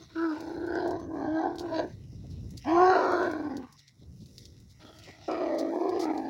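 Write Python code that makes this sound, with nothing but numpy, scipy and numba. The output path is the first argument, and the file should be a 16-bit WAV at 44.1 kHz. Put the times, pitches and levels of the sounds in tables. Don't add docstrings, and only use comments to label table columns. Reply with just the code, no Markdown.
import sys
import numpy as np
from scipy import signal
from scipy.fft import rfft, irfft
from scipy.io import wavfile
from scipy.ndimage import uniform_filter1d
from numba import njit

SR = 44100
rng = np.random.default_rng(int(sys.argv[2]) if len(sys.argv) > 2 else 0)


def generate_wav(sig):
    pcm = np.round(np.clip(np.atleast_2d(sig).T, -1, 1) * 32767).astype(np.int16)
    wavfile.write(sys.argv[1], SR, pcm)


N = 277389
TIME = np.arange(N) / SR


def amp(db):
    return 10 ** (np.asarray(db) / 20)


def unit(x):
    return x / np.sqrt(np.mean(x ** 2))


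def curves(rows):
    times, *columns = np.transpose(rows)
    return [np.interp(TIME, times, column) for column in columns]


def gate_of(phrases, attack_s, release_s):
    ramps = (np.minimum((TIME - p[0][0]) / attack_s, (p[-1][0] - TIME) / release_s) for p in phrases)
    return np.minimum(sum(np.clip(ramp + 1, 0, 1) for ramp in ramps), 1)


@njit
def bandpass(x, hz, width):
    y, band, low = np.empty(len(x)), 0., 0.
    for i in range(len(x)):
        g, damping = np.tan(np.pi * hz[i] / SR), width[i] / hz[i]
        v = (band + g * (x[i] - low)) / (1 + g * (g + damping))
        band, low, y[i] = 2 * v - band, low + 2 * g * v, damping * v
    return y


def resonance(x, hz, width, order=2):
    for _ in range(order):
        x = bandpass(x, hz + np.zeros(N), width + np.zeros(N))
    return x


def noise_band(hz, width, order):
    return unit(resonance(rng.standard_normal(N), hz, width, order))


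def wander(rate):
    hold = int(SR / rate)
    steps = np.repeat(rng.standard_normal(N // hold + 1), hold)
    return unit(uniform_filter1d(uniform_filter1d(steps, hold), hold)[:N])


def colour(x, points):
    hz, db = np.transpose(points)
    bins_hz = np.arange(N // 2 + 1) * SR / N
    return irfft(rfft(x) * amp(np.interp(np.log(bins_hz + 1), np.log(hz), db)), N)


def ambience():
    return amp(-79 + 2.2 * wander(12)) * noise_band(470, 1500, order=2)


# time in seconds, rumble level in dB.
WIND_LEVELS = [(0.0, -57.5), (.24, -57), (.3, -73), (.38, -54), (1.05, -46.5), (1.33, -46.5), (1.4, -68),
               (1.45, -53), (2.19, -41.5), (2.54, -42), (2.63, -53), (2.79, -42), (2.98, -60.5),
               (3.08, -52), (3.59, -55.5), (3.85, -73.5), (4.06, -46), (4.62, -55), (5.12, -55.5),
               (5.46, -56), (5.85, -82), (5.88, -55), (6.29, -59)]


def wind():
    db, = curves(WIND_LEVELS)
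    eddies = rng.standard_normal(N)
    rumble = unit(resonance(eddies, 92, 150, order=3))
    puffs = amp(-28 + 9.5 * wander(23)) * unit(resonance(eddies, 180, 220, order=3))
    return amp(db + wander(22) + 1.1 * wander(6.5)) * (rumble + puffs)


# time in seconds, top-octave hiss in dB, lower hiss in dB.
SAND_HISS = [(0.0, -74, -66), (.37, -69, -67), (.91, -75, -81), (1.47, -79.5, -71), (1.63, -70.5, -67.5),
             (1.91, -73, -69.5), (2.2, -75, -72.5), (2.56, -71, -67.5), (2.99, -71.5, -63),
             (3.22, -65, -78), (3.52, -73, -71.5), (3.9, -81, -62.5), (4.1, -76.5, -87.5),
             (4.3, -68, -66.5), (4.6, -73, -77), (4.79, -73, -71), (4.81, -70.5, -62.5),
             (5.25, -73.5, -67.5), (5.83, -70.5, -75), (6.01, -78, -68.5), (6.15, -65, -71),
             (6.29, -73, -93)]
# frequency in Hz, relative spectral density in dB.
GRAIN_SPECTRUM = [(530, -42), (900, -18), (1000, -33), (1370, -15), (1620, -20), (1920, 5), (2710, 1),
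                  (3750, 3.5), (5700, 0.5), (8270, -24), (11000, -20), (13700, -34.5), (15800, -23.5)]
# start in seconds, length in seconds, level in dB, top octave relative to it in dB.
FOOT_SCUFFS = [(1.606, 0.012, -59, -13), (2.298, 0.029, -63, -10), (2.57, 0.0031, -44.5, -5.5),
               (3.78, 0.015, -58, -21), (3.874, 0.0071, -56.5, -20), (4.2, 0.032, -64.5, -24),
               (4.691, .03, -65.5, -8), (5.581, 0.017, -44, -7), (5.992, 0.049, -46.5, -6.5)]
# start in seconds, snap level in dB, top octave relative to it in dB.
TWIG_TICKS = [(0.4057, -47, -5), (0.6662, -61, 3), (0.754, -48, -48), (0.876, -47.5, -5),
              (0.9085, -47.5, -8), (0.999, -60.5, -1), (1.557, -54, -1), (1.584, -43, -7),
              (1.595, -38.5, -8), (2.5065, -65, 12), (3.119, -57, 7.5), (3.2293, -44.5, -26),
              (3.3138, -55, 4.5), (3.5686, -45.5, -3), (3.7257, -60, 6), (4.259, -56, -7),
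              (4.381, -43, -7.5), (4.454, -43, -15), (4.6014, -68.5, 7), (4.987, -51.5, -1),
              (5.037, -49, -12), (5.3135, -46, -37), (5.5468, -56.5, -3), (5.893, -44.5, -10),
              (6.1772, -47.5, -10)]
SNAP_T60_S, TRICKLE_T60_S, TRICKLE_DB = 0.0066, 0.055, -4.5


def sand():
    top_db, lower_db = curves(SAND_HISS)
    grain_db = 2.1 * np.minimum(rng.exponential(size=N // 60 + 1), 4.5)
    grains = unit(amp(grain_db).repeat(60)[:N])
    top_gain = amp(top_db + 1.6 * wander(13)) * grains
    lower_gain = amp(lower_db + 4 * wander(18)) * grains
    crackle_gain = np.zeros(N)
    for start, length, db, bright_db in FOOT_SCUFFS:
        release = np.exp(-np.maximum(TIME - start - length, 0) / 0.011)
        drag = amp(db) * grains * np.clip((TIME - start) / 0.006, 0, 1) * release
        crackle_gain += drag
        top_gain += drag * amp(bright_db)
    for start, db, bright_db in TWIG_TICKS:
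        age = np.maximum(TIME - start, 0)
        decay = amp(-60 * age / SNAP_T60_S) + amp(TRICKLE_DB - 60 * age / TRICKLE_T60_S)
        snap = amp(db) * np.minimum(age / 0.00023, 1) * decay
        crackle_gain += snap
        top_gain += snap * amp(bright_db)
    hiss = colour(rng.standard_normal(N), GRAIN_SPECTRUM)
    lower = signal.sosfilt(signal.butter(4, 7600, fs=SR, output="sos"), hiss)
    top = signal.sosfilt(signal.butter(4, 7600, "high", fs=SR, output="sos"), hiss)
    patches = sum(amp(2.5 * wander(12)) * resonance(lower, hz, hz / 2) for hz in 1000 * 1.4 ** np.arange(7))
    crackle = noise_band(4630, 3600, order=3)
    return lower_gain * unit(patches) + crackle_gain * crackle + top_gain * unit(top)


# time of the peak in seconds, peak level in dB, reach in Hz (twice the centre of the band).
FOOTFALLS = [(2.138, -48.5, 430), (2.251, -49.5, 504), (2.55, -46.5, 394), (4.03, -53, 454),
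             (4.22, -45.5, 300.6), (4.85, -52.5, 706), (4.898, -52, 799), (5.09, -47.5, 902)]


def footfalls():
    noise, out = rng.standard_normal(N), 0
    for peak_s, db, reach_hz in FOOTFALLS:
        thud = unit(resonance(noise, reach_hz / 2, 0.98 * reach_hz, order=4))
        out += amp(db) * thud * np.exp(-((TIME - peak_s) / 0.015) ** 2)
    return out


def harmonics(hz, levels_db, lag_rad=0.9):
    phase = 2 * np.pi * np.cumsum(hz) / SR
    return sum(np.sqrt(2) * amp(db) * np.cos((k + 1) * phase - lag_rad * k ** 2)
               for k, db in enumerate(levels_db))


# time in seconds, pitch in Hz, level of the strongest harmonic in dB,
# its number, slope to either side in dB per harmonic.
SOFT_GROANS = [
    [(3.7, 146, -62, 1, -20), (3.8, 143, -62, 1, -20), (3.92, 132, -68, 1, -20)],
    [(4.27, 57, -71, 6, -3), (4.35, 55, -67, 6, -3), (4.5, 49, -67, 7, -3), (4.62, 45, -73, 7, -3)],
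]


def groans():
    hz, db, strongest, slope_db = curves(np.concatenate(SOFT_GROANS))
    levels_db = [db + abs(k - strongest) * slope_db + 0.94 * wander(4.37) for k in range(1, 13)]
    return gate_of(SOFT_GROANS, 0.034, 0.034) * harmonics(hz, levels_db)


# start in seconds, length in seconds, tremble as a fraction of the pitch, then harmonics 1 to 7
# in dB relative to the call level, before bloom.
CLEAR_NOTES = [(0.165, 0.155, 0.0048, 3, -14.5, -11, -5, -10, -21, -24),
               (1.279, 0.11, .003, 0, -6, -18.5, -25, -13.5, -24.5, -26),
               (1.722, 0.065, .016, -7.5, -4.5, -15, -27, -25.5, -39, -36),
               (2.661, 0.092, .012, 2.5, -6, -5.5, -45, -22.5, -29, -33.5),
               (2.775, 0.14, 0.0048, 0.5, 0, -5, -15.5, -22, -39.5, -38.5)]
BLOOM, BLOOM_FROM_DB = 0.25, -19


def clear_notes(hz, db):
    spans = [[(start, *rest), (start + length, *rest)] for start, length, *rest in CLEAR_NOTES]
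    tremble, *spectrum_db = curves(np.concatenate(spans))
    gate = gate_of(spans, attack_s=0.0089, release_s=0.057)
    pitch = hz * (1 + tremble * wander(60))
    tilt_db = BLOOM * (db - BLOOM_FROM_DB)
    levels_db = [level + k * tilt_db + (.5 + k) * wander(50) for k, level in enumerate(spectrum_db)]
    return gate * amp(db) * harmonics(pitch, levels_db), gate


@njit
def pulse_train(hz, speed, size):
    pulses, phases, phase, cycle = np.zeros(len(hz) + 1), np.empty(len(hz)), 0., 0
    for i in range(len(hz)):
        step = hz[i] * speed[cycle] / SR
        phase += step
        if phase >= 1:
            phase, cycle = phase - 1, cycle + 1
            pulses[i] += size[cycle] * phase / step
            pulses[i + 1] += size[cycle] * (1 - phase / step)
        phases[i] = phase
    return pulses[:-1], phases


# start in seconds, flutter rate in Hz, depth and unevenness from 0 to 1.
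FLAP_FLUTTER = [(0, 33, 0.6, .17), (.15, 28, 0.9, .08), (.54, 32.5, .95, .015), (.82, 40, .9, .1),
                (1.09, 45, 0.92, .2), (1.7, 60, .8, .18), (2.63, 85, 0.55, .25), (3.28, 24, .9, .3),
                (4.79, 25, 0.8, 0.6), (5.27, 55, .92, .3), (5.58, 48, .95, .08), (5.78, 32, .97, 0.4)]
FOLD_JITTER, FOLD_SHIMMER_DB, SLIP_CYCLES = .06, 3, .4


def chopped_folds(hz, calm):
    rows = np.array(FLAP_FLUTTER)
    rate, depth, uneven = rows[np.searchsorted(rows[1:, 0], TIME), 1:].T
    jitter, shimmer, flap_jitter, flap_shimmer = rng.standard_normal((N // 60, 4)).T
    flap_hz = rate * np.exp(uneven * wander(30))
    slaps, flap_phase = pulse_train(flap_hz, np.exp(.06 * flap_jitter), amp(3.5 * flap_shimmer))
    slip_hz = SR * np.minimum(SLIP_CYCLES * depth * slaps, .9)
    folds, _ = pulse_train(hz + slip_hz, np.exp(FOLD_JITTER * jitter), amp(FOLD_SHIMMER_DB * shimmer))
    opening = 1 - depth * np.cos(np.pi * flap_phase) ** 4
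    breath = rng.standard_normal(N) * opening
    voiced = unit(folds * opening - np.mean(folds * opening))
    spurt = 1 + 5 * depth * (1 - calm) * np.exp(-flap_phase / 0.088)
    low = voiced + .35 * breath + 0.63 * unit(slaps)
    high = voiced + 3.1 * breath * spurt + unit(slaps)
    rattle = 1.6 * depth ** 4 * (1 - calm) * unit(slaps)
    return low, high, high + rattle


def formant_cluster(drive, modes, shift=1):
    return unit(sum(amp(db + 3 * wander(14)) * resonance(drive, hz * shift * (1 + .025 * wander(7.3)), width)
                    for hz, width, db in modes))


def antiresonance(x, hz, width, depth):
    return x - depth * resonance(x, hz, width, order=1)


# frequency in Hz, width in Hz, relative level in dB.
RASP_MODES = [(1910, 300, -8), (2300, 400, -10.5), (2880, 350, -12)]
AIR_MODES = [(3250, 400, 5.5), (4104, 450, 7), (4460, 220, 6)]
# time in seconds, mouth gain in dB before opening is added, nose resonance in Hz, nose gain
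# in dB before strain is added, side-pocket dip in Hz, air relative to rasp in dB.
UPPER_TRACT = [(0, -0.5, 1410, -4, 2940, -6), (.24, 7, 1415, 11.5, 3160, 1.5),
               (.42, 0, 1470, -9, 3080, -1.5), (.72, -1.5, 1511, 2, 2810, -1.5),
               (1.05, -6, 1590, -14, 2710, -1), (1.18, -7.5, 1630, -4.5, 2752, 2),
               (1.4, -14, 1588, 0, 2680, 7.5), (1.62, -6, 1480, -5.5, 3130, -1),
               (1.94, -11, 1674, -5, 3025, -1), (2.64, -10.5, 1747, -9, 3740, -10),
               (2.79, 1, 1618, -10.5, 3610, -3.5), (2.92, -4, 1440, 6.5, 3510, 2),
               (3.1, -4, 1323, 5.5, 2938, -5), (3.27, -4, 1491, 2, 2880, -7),
               (3.55, -8.5, 1520, -12.5, 2810, -10.5), (3.76, 10.5, 1613, -5, 2850, -13),
               (4.8, -2, 1380, 3.5, 3136, 7), (5.26, -16, 1380, -5.5, 3030, 0),
               (5.3, -14, 1268, -3.5, 3070, -20), (5.5, -14.5, 1200, -11, 2780, -10.5),
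               (5.68, -30, 1197, -12.5, 2735, -6), (5.74, -0.5, 1750, -17.5, 2710, -6),
               (6.0, -8, 1747, -18, 2845, -14), (6.29, -32, 1694, -10.5, 3170, -1)]
# time in seconds, edge resonance in Hz, its level over
# the rasp in dB, top resonance in Hz, its level over the rasp in dB, side-pocket depth from 0 to 1.
PALATE_MODES = [(0, 5240, -4, 6200, 6, .9), (.17, 5400, -6.5, 6300, -29, 0), (.3, 5000, -2, 6200, -30, 0.8),
                (.45, 5150, -9, 6070, -5, 0.99), (.75, 4950, -7.5, 5950, -30, 0.45),
                (1.05, 5300, -10.5, 6130, -1.5, 0.98), (1.42, 5100, -11, 6100, -12.5, 0.85),
                (1.68, 5650, -11.5, 6400, -22.5, 0.99), (1.74, 5500, -11, 6335, -26, 0.02),
                (1.8, 4590, -18, 6360, -19, 0.05), (1.94, 4940, -9, 6040, -12, 0.6),
                (2.68, 5200, -13.5, 6178, -21, 0.71), (2.76, 4900, -16.5, 6180, -11.5, 0.54),
                (2.86, 5160, -2.5, 6320, -13.5, 0.72), (3.1, 5580, -15, 6490, -17, 0.97),
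                (3.3, 4860, -16, 6160, -18.5, 0.86), (3.76, 5020, -17, 6070, -33.5, 1),
                (4.8, 5100, -7.5, 5880, -12, 0), (5.3, 4900, -17, 6170, -24, 0.18),
                (5.45, 4860, -21, 6090, -23, 0.3), (5.55, 4800, -12, 6040, -17, 0.9),
                (6.29, 4990, -18, 6000, -26, 0.58)]
# time in seconds, frequency in Hz, depth from 0 to 1.
NASAL_NOTCH = [(1.9, 1301, 0.31), (3.2, 1314, 0.25), (3.35, 1275, 0.86), (3.6, 1268, 0.79), (5.3, 1559, .3),
               (5.6, 1424, 0.4), (5.95, 1490, 0.8), (6.1, 1606, .5), (6.25, 1180, 0.4)]


def growl(clear_gate, hz, db, opening_db, strain_db, throat_hz, mouth_hz):
    mouth_db, nose_hz, nose_db, pocket_hz, air_db = curves(UPPER_TRACT)
    edge_hz, edge_db, top_hz, top_db, pocket_depth = curves(PALATE_MODES)
    notch_hz, notch_depth = curves(NASAL_NOTCH)
    calm = uniform_filter1d(clear_gate, 2600)
    low, high, nasal = chopped_folds(hz, calm)
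    chest = unit(resonance(low, 1.067 * hz, 310, order=4))
    throat = amp(opening_db) * unit(resonance(low, throat_hz, 290, order=4))
    mouth = amp(mouth_db + 0.98 * opening_db) * unit(resonance(high, mouth_hz, 300, order=4))
    nose = amp(nose_db + 0.42 * strain_db) * unit(resonance(nasal, nose_hz, 380, order=4))
    out = amp(-17 * calm) * chest + amp(-12 * calm) * (throat + mouth) + amp(-4.3 * calm) * nose
    out += amp(strain_db) * formant_cluster(high, RASP_MODES)
    out += amp(strain_db + air_db) * formant_cluster(high, AIR_MODES, shift=(pocket_hz / 2943) ** 0.09)
    for mode_hz, mode_db in ((edge_hz, edge_db), (top_hz, top_db)):
        out += amp(strain_db + mode_db + 3 * wander(17)) * unit(resonance(high, mode_hz, 400, order=3))
    for _ in range(2):
        out = antiresonance(out, pocket_hz, 800, pocket_depth)
    return amp(db) * antiresonance(out, notch_hz, 240, notch_depth)


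# time in seconds, pitch in Hz, call level in dB, mouth opening as
# throat gain in dB, strain as rasp gain in dB, throat resonance in Hz, mouth resonance in Hz.
BELLOWS = [
    [(0.0, 340.5, -49.5, -22, -48, 720, 1078), (.038, 337, -55, -8, -7, 720, 1112),
     (.07, 345.3, -90, 5, -11, 760, 1100), (.1, 333, -64, -4.5, -2, 694, 1038),
     (.15, 317.7, -53.5, -35, -38, 680, 1000)],
    [(.158, 323, -35.5, -19, -21, 668, 970), (.241, 337.8, -30, -12.5, -30.5, 633, 940),
     (.34, 297.4, -35, -8, -23, 622, 929), (.415, 316.6, -40, -9, -18.5, 605, 883),
     (.631, 333, -34, -16, -31.5, 648, 850), (.805, 343.6, -31.5, -6.5, -21.5, 720, 880),
     (.903, 345.1, -31, -4.5, -31, 675, 908), (1.041, 313.6, -43, -10, -22.5, 700, 1102),
     (1.09, 306.6, -35, -23, -47, 724, 1070)],
    [(1.1, 314, -36.5, -13.5, -45, 731, 1008), (1.162, 309, -35, -6, -34.5, 730, 1078),
     (1.27, 298.7, -32, -1.5, -33, 742, 1073), (1.336, 316.3, -30, -2, -36, 761, 997),
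     (1.415, 326.6, -25.5, 5, -34.5, 772, 958), (1.572, 322, -42, -7, -35, 795, 985),
     (1.7, 329.7, -33, -9, -28, 720, 973)],
    [(1.712, 322.7, -29.5, -4, -31, 679, 975), (1.755, 326.6, -26, -8, -21, 656, 941),
     (1.8, 317.9, -27, 5, -19.5, 594, 956), (1.854, 330.3, -34.5, -7, -31, 581, 906),
     (1.94, 340.4, -72, 4, 4, 551, 957)],
    [(2.65, 233.6, -44, 2.5, -18, 750, 1057), (2.692, 314.6, -29.5, 10, -14, 740, 1068),
     (2.818, 362.8, -21, 0.5, -27.5, 751, 1037), (2.93, 375.4, -24, -1.5, -24, 739, 1001),
     (3.0, 359, -30, 1, -18, 609.5, 971), (3.27, 330.9, -31, -4.5, -17, 659, 1033),
     (3.29, 324.1, -34, -6.5, -18, 672, 1065), (3.528, 282.3, -33.5, -9.5, -22.5, 806, 1060),
     (3.576, 274.4, -34.5, -21, -30, 810, 1090), (3.648, 247, -46.5, -7, -21, 864, 1170),
     (3.76, 210, -78, 1, 3, 843, 1104)],
    [(4.803, 315.6, -61.5, -1, -6, 610, 848), (4.83, 311.3, -59, -3, -4.5, 610, 850),
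     (5.05, 319.3, -64.5, -1.5, -5.5, 680, 890), (5.26, 317.4, -63.5, 7, -1.5, 750, 942)],
    [(5.285, 347, -33, 1, -18.5, 630, 1000), (5.346, 336, -34, -0.5, -11, 615, 968),
     (5.568, 314, -31.5, 2, -19.5, 610, 900), (5.7, 305.9, -32, -5, -23, 595, 820),
     (5.84, 360.8, -29, -9, -25, 703, 1010), (5.98, 363, -30, -10.5, -23.5, 767, 1094),
     (6.08, 317.4, -29, -3.5, -22.5, 792.3, 1360), (6.29, 288.2, -36, -3, -24.5, 744, 1004)],
]


def bellows():
    hz, db, *tract = curves(np.concatenate(BELLOWS))
    clear, clear_gate = clear_notes(hz, db)
    return clear + gate_of(BELLOWS, 0.01, 0.01) * growl(clear_gate, hz, db, *tract)


def scene():
    camel = bellows() + groans()
    reflection = amp(-21) * np.roll(camel, 170)
    return (ambience() + wind() + footfalls() + sand() + camel + reflection)[None]


def record(dry):
    x = signal.sosfilt(signal.butter(2, 45, "high", fs=SR, output="sos"), dry)
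    x = x + 1.5 * resonance(x[0], 15200, 1500, order=1)
    return signal.sosfilt(signal.ellip(10, .2, 80, 15850, fs=SR, output="sos"), x)


dry = scene()
out = record(dry)
generate_wav(out)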